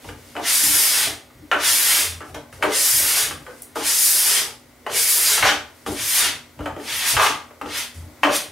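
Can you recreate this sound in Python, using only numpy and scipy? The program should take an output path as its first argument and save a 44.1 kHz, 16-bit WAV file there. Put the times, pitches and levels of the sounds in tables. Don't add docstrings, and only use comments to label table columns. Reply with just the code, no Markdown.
import sys
import numpy as np
from scipy import signal
from scipy.fft import rfft, irfft, next_fast_len
from scipy.io import wavfile
from scipy.ndimage import uniform_filter1d

SR = 44100
rng = np.random.default_rng(int(sys.argv[2]) if len(sys.argv) > 2 else 0)


def output_pcm(signal):
    pcm = np.clip(np.atleast_2d(signal).T, -1, 1) * 32767
    wavfile.write(sys.argv[1], SR, np.round(pcm).astype(np.int16))


def rack_gain(trim_db):
    fader = np.asarray(trim_db, float)
    return 10 ** (fader / 20)


N = 375291

# frequency in Hz, density in dB per Hz; then dB rms.
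AIR, AIR_DB = [(18, -43), (30, -32), (100, -35), (189, -30), (239, 15), (287, 10), (937, 3.5), (1670, -0.5),
               (2060, 0), (2410, -3.5), (16000, -9)], -51
# frequency in Hz, level in dB rms.
HUM = [(242.2, -56), (554.5, -65), (1437, -71), (1922, -68), (2039, -67.5), (2159, -69), (2283, -71),
       (2519, -89)]
# frequency in Hz, time to fall 60 dB in seconds.
ROOM_T60 = [(100, 0.59), (1000, 0.36), (5000, 0.32), (15000, 0.25)]
# frequency in Hz, side minus mid in dB.
SIDE_DB = [(60, -71), (110, -37), (200, -16), (380, -15.5), (700, -13.5), (1290, -15), (2380, -13),
           (4400, -11), (8120, -11.5), (15000, -13)]
# start in seconds, end in seconds.
NARROW = [(.92, 1.51), (1.88, 2.2), (2.97, 3.43), (3.63, 3.75), (4.17, 4.25), (5.17, 5.45), (8.28, 8.51)]

# frequency in Hz, width in Hz, level in dB.
BENCH = [(85, 9.3, 5.5), (59.4, 12, 1), (125.7, 18.3, 3.5), (146, 17, -4), (205, 34, -12)]
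# start in seconds, end in seconds,
# level in dB.
SHOVE = [(0.07, 0.13, -41), (0.27, 0.43, -54), (0.64, 0.74, -40.5), (1.08, 1.11, -40), (1.36, 1.44, -48),
         (1.54, 1.6, -49), (1.72, 1.74, -50), (1.99, 2.06, -44.5), (2.1, 2.16, -43.5), (2.31, 2.38, -41),
         (2.54, 2.68, -45), (2.94, 3.07, -40.5), (3.24, 3.4, -42), (3.78, 3.84, -50), (4.1, 4.15, -69),
         (4.49, 4.51, -47), (4.89, 4.96, -50), (5.25, 5.35, -50), (5.43, 5.44, -32), (5.57, 5.62, -47),
         (5.9, 5.91, -34), (6.01, 6.05, -45), (6.22, 6.36, -46.5), (6.61, 6.62, -33), (6.71, 6.72, -38),
         (6.93, 7.0, -50), (7.145, 7.165, -32.5), (7.3, 7.33, -41), (7.64, 7.74, -47), (7.98, 8.06, -44),
         (8.276, 8.283, -40),
    (8.5, 8.51, -47),
]
# start in seconds, end in seconds, level in dB.
TWANG = [(0.06, 0.13, -47.5), (0.37, 0.43, -39.5), (0.64, 0.73, -36.5), (1.08, 1.1, -38),
         (1.43, 1.44, -43.5), (1.55, 1.59, -37), (1.73, 1.735, -42), (2.0, 2.01, -43), (2.23, 2.24, -43),
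         (2.36, 2.37, -39.5), (2.65, 2.68, -32), (2.95, 3.12, -47), (3.3, 3.4, -46), (3.79, 3.83, -39.5),
         (4.87, 4.89, -60), (5.43, 5.56, -37), (5.88, 5.93, -30), (6.24, 6.3, -42.5), (6.6, 6.63, -34.5),
         (6.67, 6.71, -37), (6.8, 6.835, -38.5), (7.16, 7.17, -41), (7.3, 7.33, -38), (7.63, 7.67, -35.5),
         (8.05, 8.07, -45.5), (8.255, 8.29, -23.5), (8.38, 8.42, -41)]
# start in seconds, end in seconds, level in dB.
SWAY = [
    (2.09, 2.18, -36),
    (7.97, 8.0, -33.5),
    (8.02, 8.07, -40),
    (7.15, 7.165, -40),
]
# start in seconds, peak in dB, push in seconds.
THUD = [
    (7.137, -28, 0.0038),
    (7.162, -18, .006),
    (6.612, -26, .004),
]
# start in seconds, peak in dB.
SNAP = [
    (3.6208, -18),
    (3.6226, -18),
    (3.6265, -29),
    (3.632, -25),
    (2.3462, -31),
    (2.5285, -38),
]

# frequency in Hz, width in Hz, level in dB.
BOARD = [(270, 38, -25), (389, 12, 6.5), (449, 43, 9.5), (597, 42, 5), (635, 170, -1.5), (760, 130, -16),
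         (778, 52, -0.5), (870, 70, -10.5), (1060, 50, -11), (1230, 140, -6.5), (1188, 86, 0.5),
         (1435, 190, -23.5), (1490, 60, -5), (1480, 42, -15), (1620, 24, -17), (1880, 150, -50),
         (2010, 110, -18), (2030, 130, -10), (2350, 64, -15), (2550, 96, -5), (2950, 76, 0),
         (2880, 100, -31), (3010, 130, -31)]
# lower edge in Hz, upper edge in Hz.
GROUPS = [(210, 760), (720, 1680), (1600, 3100)]
# time in seconds, middle modes in dB,
# low modes in relative dB, high modes in relative dB, favoured mode in Hz.
SET_DOWN = [(0.354, -39, -3, -12, 770), (0.366, -36.5, 1.5, -2.5, 676), (0.396, -39.5, -9, -13, 595),
            (1.5155, -21, -12, -1.5, 1415), (1.535, -28.5, -2, -1, 1510), (2.626, -25, -6, -1.5, 1050),
            (2.636, -25, 2, -3, 573), (3.7575, -32.5, -1, -16, 1053), (4.865, -30.5, -2.5, -6, 930),
            (4.9, -40, 4, -4, 457), (5.864, -34, 4.5, -4.5, 760), (5.92, -46, 13, -8, 455),
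            (6.659, -31, -3, -6, 850), (7.614, -32, -3, -10, 800), (8.234, -18, -14, -1.5, 1190),
            (8.27, -26.5, 4.5, -16, 570)]
# time in seconds, middle modes in dB,
# low modes in relative dB, high modes in relative dB, favoured mode in Hz.
BOUNCE = [(5.379, -30, -6, 4, 736), (5.427, -19.5, -18, 1.5, 770), (5.453, -20, -6.5, -8, 1006),
          (5.49, -29, -10, 9, 1460), (7.138, -41, 4, -15, 620), (7.168, -22, -18, -2, 824),
          (7.197, -17.5, -34, -9, 1060), (7.211, -21, -12, -6, 1326), (7.228, -19, -25, -12, 1075),
          (7.265, -28, -17, 4, 840), (7.285, -36, -15, -9, 1180)]
# time in seconds, middle modes in dB,
# low modes in relative dB, high modes in relative dB, favoured mode in Hz.
TAP = [(0.045, -52, 8, -2, 383), (0.09, -44.5, -9, -1, 475), (1.069, -47, 14.5, -10, 436),
       (1.303, -59, -3, -6, 900), (1.42, -81, 13, 2, 296), (2.207, -40, -1, -10, 1350),
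       (2.295, -53, 5, -8, 400), (2.346, -42.5, 4, -1, 585), (2.528, -53, 5, 2, 895),
       (3.0, -42, 2.5, -9, 590), (3.169, -37, -10, -5, 647), (3.31, -37, -1, 0.5, 800),
       (3.466, -43, -5, -4.5, 1497), (4.48, -44.5, -4, -23, 760), (6.25, -32, -8, -9, 953),
       (6.592, -45, 8, -6, 300), (6.607, -41.5, 4, -10, 786), (6.765, -42, 5, -8, 410),
       (6.8, -43.5, -12, -6, 407), (7.509, -51, 5.5, -7, 595), (7.66, -38.5, -2, -6, 435)]
# time in seconds, middle modes
# in dB, # low modes in relative dB, high modes in relative dB, favoured mode in Hz.
FURTHER_BLOWS = [(0.378, -37.5, 1, -18, 700), (1.528, -27, -4, -5, 1300), (1.563, -31, -4, -15, 870),
                 (2.218, -42.5, -3, -7, 1690), (2.245, -50, 0, -10, 1320), (2.358, -43.5, 2, -8, 950),
                 (3.479, -49, 2, -12, 467), (3.506, -49.5, -8, -10, 1560), (3.766, -32.5, 1, -18, 780),
                 (3.81, -37, -1, -18, 767), (5.435, -24, -12, -2, 1260), (5.885, -37.5, 5, -15, 646),
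                 (7.175, -25, -11, -3, 1450), (7.315, -33, -15, -12, 1140), (7.345, -38, -15, -12, 1230),
                 (7.98, -56, -1, -15, 800), (8.025, -57, -1, -15.5, 800), (8.09, -61, 0, -15, 600),
                 (8.19, -62, -5, -15, 900), (8.25, -26, -6, -2, 1700), (8.29, -30, -4, -6, 1150),
                 (5.47, -24, -9, -4, 1300), (5.515, -30, -8, -2, 1500), (1.545, -30.5, -5, -8, 1520),
                 (7.253, -25, -12, -6, 900), (6.675, -40.5, 4, -13, 620), (2.375, -46.5, 5, -10, 800)]

# frequency in Hz, density in dB per Hz.
EDGE = [(2060, -63.5), (3500, -10.5), (4300, -6.5), (5050, 0.5), (5720, -2), (7720, -1), (9660, 2),
        (12100, -9), (14600, -17), (15500, -18.5)]
# frequency in Hz, density in dB per Hz.
BODY = [(410, -16.5), (700, -6), (1530, -1), (1640, -2.5), (2100, -2.5), (2700, 2), (4300, -4.5),
        (5060, -11.5), (6000, -3.5), (7800, -16), (13200, -120)]
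# frequency in Hz, width in Hz, level in dB.
BLADE = [(2040, 660, -7.5), (3420, 560, -10.5), (4840, 1600, -8), (2180, 33, -36)]
# edge bites in seconds, edge lifts in seconds, hiss at the bite in dB,
# hiss at the lift in dB, blade body in relative dB.
PULL = [(0.501, 1.04, -17, -20, -6.5), (1.659, 2.039, -19.5, -20.5, -3.5), (2.769, 3.232, -18.5, -20, -7.5),
        (3.883, 4.379, -18, -17, -9), (4.97, 5.355, -19, -17.5, -8), (5.41, 5.482, -41.5, -29.5, 13),
        (6.01, 6.212, -28.5, -16.5, -3.5), (6.255, 6.244, -26, -26, 4), (6.933, 7.03, -33, -31, 3),
        (7.068, 7.117, -23.5, -21, -0.5), (7.213, 7.25, -31.5, -24, 6), (7.77, 7.78, -33, -27.5, 0.5),
        (8.367, 8.352, -17.5, -26.5, -5.5)]
# start in seconds, end in seconds, hiss at the start in dB,
# hiss at the end in dB, blade body in relative dB.
TOUCH = [(0.01, 0.084, -55.5, -47.5, 3), (0.177, 0.41, -58.5, -51.5, 1.5), (1.56, 1.5, -57, -58, 16),
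         (2.244, 2.3, -53, -51, -1), (2.348, 2.354, -34.5, -51, 8), (2.527, 2.62, -45, -61, 0),
         (2.627, 2.68, -32, -54, 4), (3.41, 3.6, -61, -51, -5), (3.64, 3.6, -40, -54, -18),
         (3.757, 3.8, -34.5, -36, 2.5), (5.75, 5.843, -57, -57, -1), (5.864, 5.88, -33, -31, 1),
         (5.915, 5.992, -31, -43, -11), (6.6, 6.64, -62, -54, 6), (6.782, 6.891, -57, -33, 4),
         (7.633, 7.757, -57, -36.5, 10.5), (7.943, 8.14, -46, -72, -3), (8.236, 8.24, -39.5, -42.5, 18)]
# middle in seconds, half length in seconds, body gain in dB.
FLEX = [
    (0.9, .08, -0.5),
    (1.927, .06, 1),
    (2.05, 0.069, -3.5),
    (3.076, .06, 2),
    (3.2, 0.03, -1.5),
    (4.08, 0.11, -2),
    (4.336, 0.052, 1.5),
    (5.304, 0.098, 1.5),
]
# start in seconds, end in seconds, level in dB,
# frequency in Hz, width in Hz.
SING = [(0.8, 0.96, -30, 5000, 450), (2.1, 2.05, -31, 7550, 400), (2.76, 2.7, -32, 4700, 450),
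        (3.94, 3.91, -28, 5150, 500), (4, 4.42, -34, 5100, 450), (4.33, 4.4, -31.5, 3300, 900),
        (5.262, 5.278, -23.5, 4870, 350), (5.2, 5.1, -29, 5800, 500), (4.95, 5.1, -37, 2250, 180),
        (4.88, 4.97, -40, 456, 50), (1.9, 1.98, -31.5, 2700, 900), (7.29, 7.35, -40, 1220, 200),
        (3.478, 3.5, -46, 473, 60), (2.635, 2.685, -29, 480, 150), (7.2, 7.245, -26, 1100, 120)]

SWAY_HZ, TIP_HZ = 84, 294.2
SHOVE_DB_PER_S, SETTLE_DB_PER_S, BENCH_REST_DB = 450, 160, -56.5
TWANG_DB_PER_S, FADE_DB_PER_S, TIP_REST_DB = 900, 210, -63.5

CHATTER_S = 0.012
CRACK_DB, CRACK_PER_DB = -44.5, 0.87
FAVOUR_DB, FAVOUR_WIDTH_HZ = -2.5, 67
LOW_LATE_S, HIGH_FADE_S = 0.003, 0.025
REACH = 1.73
KNOCK_ROOM_DB = -1.5

BITE_DB_PER_S, TOUCH_DB_PER_S, LIFT_DB_PER_S = 577, 3000, 310
ROUND_S = 0.03
DIG_DB, DIG_S = 0.5, 0.055
BODY_START_DB, BODY_START_S = 3, 0.025
BODY_END_DB = 6.5
SLOW_BODY, SLOW_BODY_TOP_DB = 0.34, 3
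EARLY_BODY, EARLY_BODY_TOP_DB = 0.63, 13.5
RUMBLE_DB, RUMBLE_END_DB, TOUCH_RUMBLE_DB = -32, 15.5, -14
RUMBLE_LINGER = 0.51
KEEN_DB, KEEN_REST_DB = 5.5, 6.5
SING_DB_PER_S = 500

LEFT_DB = 0.4
GAIN_KNEE_DB, GAIN_SLOPE, GAIN_S = -30, 0.2, 0.23
TOP_HZ, NARROW_HZ = 15680, 4650


def level(x, db):
    return x * rack_gain(db) / np.sqrt(np.mean(x ** 2))


def colour(x, points):
    hz, db = np.transpose(points)
    n = x.shape[-1]
    size = next_fast_len(n)
    f = np.maximum(np.arange(size // 2 + 1) * SR / size, 1)
    gain = rack_gain(np.interp(np.log(f), np.log(hz), db))
    return irfft(rfft(x, size) * gain, size)[..., :n]


def ring(x, hz, width):
    return signal.lfilter(*signal.iirpeak(hz, hz / max(width, 3), fs=SR), x)


def walk(rate):
    k = int(SR / rate)
    steps = np.repeat(rng.standard_normal(N // k + 1), k)
    return 1.3 * uniform_filter1d(uniform_filter1d(steps, k), k)[:N]


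def steady(x, s):
    power = uniform_filter1d(x ** 2, int(s * SR))
    return level(x / np.sqrt(power + 0.28 * np.mean(x ** 2)), 0)


def curves(start, end, rise, fall, round_s=0):
    t = np.arange(N) / SR
    away = rise * np.maximum(start - t, 0) + fall * np.maximum(t - end, 0)
    soft = round_s * np.where(t < start, rise, fall)
    along = np.clip((t - start) / max(end - start, .001), 0, 1)
    return along, np.hypot(away, soft) - soft


def swells(rows, rise, fall, rest_db):
    power = sum(rack_gain(db - curves(a, b, rise, fall)[1]) ** 2 for a, b, db in rows)
    return np.sqrt(rack_gain(rest_db) ** 2 + power)


def shop():
    t = np.arange(N) / SR
    hum = 0
    for f, db in HUM:
        hum = hum + rack_gain(db + 2.5 + 0.5 * walk(28)) * np.sin(2 * np.pi * (f * t + rng.random()))
    air = level(colour(rng.standard_normal((2, N)), AIR), AIR_DB) * rack_gain(walk(2.72))
    return air[0] + hum, air[1] * rack_gain(7.5)


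def room(x, count=10):
    t = np.arange(int(.7 * SR)) / SR
    hz, t60 = np.transpose(ROOM_T60)
    echo = 0
    for f in 60 * 2. ** np.arange(9):
        band = ring(rng.standard_normal((count, 2, len(t))), f, 0.65 * f)
        decay_s = np.interp(np.log(f), np.log(hz), t60)
        echo = echo + band * np.exp(-np.log(1000) * t / decay_s)
    echo = echo * np.clip(t / 0.00079 - .3, 0, 1)
    echo /= np.sqrt(np.sum(echo ** 2, axis=2, keepdims=True))
    place = np.arange(N) / SR * 57 % count
    wet = 0
    for k in range(count):
        distance = np.abs((place - k + count / 2) % count - count / 2)
        share = np.cos(np.pi / 2 * np.clip(distance, 0, 1))
        wet = wet + signal.fftconvolve((x * share)[None], echo[k], axes=1)[:, :N]
    return wet


def thumps():
    shove = swells(SHOVE, SHOVE_DB_PER_S, SETTLE_DB_PER_S, BENCH_REST_DB)
    twang = swells(TWANG, TWANG_DB_PER_S, FADE_DB_PER_S, TIP_REST_DB)
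    drive = rng.standard_normal((2, N))
    bench = sum(level(ring(ring(drive[0], f, 2 * w), f, w), db) for f, w, db in BENCH)
    tip = level(ring(ring(drive[1], TIP_HZ, 35), TIP_HZ, 14.5), 0)
    tip += level(ring(ring(drive[1], 228, 53), 228, 35), -11.0)
    note = np.sqrt(2) * np.sin(2 * np.pi * SWAY_HZ * np.arange(N) / SR)
    sway = swells(SWAY, 900, 300, -90) * note
    return sway + shove * steady(bench, 0.13) + twang * rack_gain(1.0) * steady(tip, 0.086)


def thuds():
    t = np.arange(N) / SR
    out = np.zeros(N)
    for s, db, push in THUD:
        swing = np.sin(np.pi * np.clip((t - s) / push, 0, 2))
        out -= rack_gain(db) * swing * np.exp(-np.maximum(t - s, 0) / (2 * push))
    return out


def snaps():
    out, t = np.zeros(N), np.arange(SR // 200) / SR
    for s, db in SNAP:
        burst = rng.standard_normal(len(t)) * np.exp(-t / .0003)
        click = ring(ring(burst, 10500, 9000), 10500, 12000)
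        i = int(s * SR)
        out[i:i + len(t)] += rack_gain(db) * click / np.abs(click).max()
    return out


def knocks():
    out, t = np.zeros(N + SR), np.arange(SR // 3) / SR
    onset = SR // 30
    late = 1 - np.exp(-t / LOW_LATE_S)
    fade = np.exp(-t / HIGH_FADE_S)
    for s, db, low_db, high_db, hz in sorted(SET_DOWN + BOUNCE + TAP) + FURTHER_BLOWS:
        place = rack_gain(2 * rng.standard_normal(len(BOARD)))
        blow = np.exp(-t / CHATTER_S) * rng.standard_normal(len(t))
        blow[0] += 9.0
        modes = 0.23 * blow
        for (f, w, g), p in zip(BOARD, place):
            modes = modes + p * rack_gain(g) * ring(blow, f, 2.0 * w)
        favoured = ring(ring(blow, hz, 4 * FAVOUR_WIDTH_HZ), hz, FAVOUR_WIDTH_HZ)
        hit = rack_gain(FAVOUR_DB) * favoured / np.sqrt(np.mean(favoured[:onset] ** 2))
        crack_db = CRACK_DB + CRACK_PER_DB * (db + 27) - db
        crack = ring(rng.standard_normal(len(t)), 4100, 7500) * np.exp(-t / (0.54 * CHATTER_S))
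        hit += rack_gain(crack_db + 15.0) * crack
        low, middle, high = GROUPS
        middle = (middle[0], np.clip(REACH * hz, 1400, middle[1]))
        shares = (rack_gain(low_db) * late, -1, rack_gain(high_db + 2.5) * fade)
        for edges, share in zip((low, middle, high), shares):
            group = signal.sosfilt(signal.butter(2, edges, "band", fs=SR, output="sos"), modes)
            hit += share * group / np.sqrt(np.mean(group[:onset] ** 2))
        i = int((s - .0007) * SR)
        out[i:i + len(t)] += rack_gain(db - 1.5) * hit
    return out[:N]


def hands():
    power, keen_db = np.zeros((3, N)), KEEN_REST_DB
    for a, b, from_db, to_db, body_db in PULL:
        along, lost_db = curves(a, b - ROUND_S / 2, BITE_DB_PER_S, LIFT_DB_PER_S, ROUND_S)
        pulled_s = along * (b - a)
        far = along * min((b - a) / .5, 1)
        slow_db = np.minimum(SLOW_BODY * lost_db, SLOW_BODY_TOP_DB)
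        early_db = np.minimum(EARLY_BODY * lost_db, EARLY_BODY_TOP_DB)
        body_db = body_db + BODY_START_DB * np.exp(-pulled_s / BODY_START_S) + BODY_END_DB * far ** 2
        body_db = body_db + np.where(along > 0, slow_db, early_db)
        rumble_db = RUMBLE_DB + RUMBLE_END_DB * far + RUMBLE_LINGER * along * np.minimum(lost_db, 30)
        hiss_db = from_db + (to_db - from_db) * along - lost_db
        hiss_db = hiss_db + 2.0 + DIG_DB * np.exp(-pulled_s / DIG_S)
        power = power + rack_gain(hiss_db + np.array([np.zeros(N), body_db, rumble_db])) ** 2
        keen_db = keen_db + KEEN_DB * np.sin(np.pi * along)
    for a, b, from_db, to_db, body_db in TOUCH:
        along, lost_db = curves(a, b, TOUCH_DB_PER_S, LIFT_DB_PER_S)
        hiss_db = from_db + (to_db - from_db) * along - lost_db
        power = power + rack_gain(hiss_db + np.array([[0], [body_db], [TOUCH_RUMBLE_DB]])) ** 2
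    return *np.sqrt(power), keen_db


def slips(spread_db):
    return rng.standard_normal(N) * rack_gain(spread_db * rng.exponential(1, N))


def singing():
    drive = slips(1.0)
    song = np.zeros(N)
    for a, b, db, hz, width in SING:
        lost_db = curves(a, b, SING_DB_PER_S, SING_DB_PER_S)[1]
        song += rack_gain(db - lost_db) * level(ring(drive, hz, width), 0)
    return song


def scrape():
    edge_gain, body_gain, board_gain, bite_db = hands()
    t = np.arange(N) / SR
    wax_db = walk(25)
    hiss = level(colour(slips(0.96), EDGE), 0) * rack_gain(wax_db + 0.46 * walk(60))
    hiss += (rack_gain(bite_db) - 1) * colour(hiss, [(8500, -25), (12000, 1.5)])
    drive = slips(1.0)
    body = level(colour(drive, BODY), 0)
    body = body + sum(level(ring(drive, f, w), db) for f, w, db in BLADE)
    flex_db = sum(db * np.exp(-((t - s) / half) ** 2) for s, half, db in FLEX)
    body = body_gain * rack_gain(flex_db + wax_db) * level(body, 0)
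    drive = slips(2.5)
    board = sum(rack_gain(db) * ring(drive, f, 1.17 * w) for f, w, db in BOARD)
    board = board_gain * rack_gain(1.8 * walk(30)) * level(board, 0)
    return singing() + rack_gain(-5.5) * (edge_gain * hiss + body + board)


def scene():
    rub, blows = scrape(), knocks() + snaps()
    wet = room(rub + rack_gain(KNOCK_ROOM_DB) * blows)
    floor = shop()
    low = thumps() + thuds()
    mid = rub + blows + wet[0] + floor[0] + low
    side = colour(rack_gain(6.0) * wet[1] + floor[1] + low * rack_gain(2 * walk(5.95)), SIDE_DB)
    return np.array([(mid + side) * rack_gain(LEFT_DB), (mid - side) * rack_gain(-LEFT_DB)])


def top_cut(x):
    return signal.sosfilt(signal.butter(12, 16980, fs=SR, output="sos"), x)


def record(dry):
    keep = np.exp(-1 / (GAIN_S * SR))
    loud = signal.lfilter([1 - keep], [1, -keep], np.mean(dry ** 2, axis=0)) / rack_gain(GAIN_KNEE_DB) ** 2
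    x = np.tanh(1.129 * dry * (1 + loud) ** (-GAIN_SLOPE / 2)) / 1.029
    x = signal.sosfilt(signal.butter(2, 42, "high", fs=SR, output="sos"), x)
    x = signal.sosfilt(signal.ellip(10, .2, 80, TOP_HZ, fs=SR, output="sos"), x)
    t = np.arange(N) / SR
    narrow = uniform_filter1d(sum(1. * ((t > a) & (t < b)) for a, b in NARROW), size=1024)
    lost = narrow * colour((x[0] - x[1]) / 2, [(NARROW_HZ - 40, -90), (NARROW_HZ, 0)])
    mix = x - np.array([lost, -lost])
    return top_cut(mix)


dry = scene()
out = record(dry)
output_pcm(out)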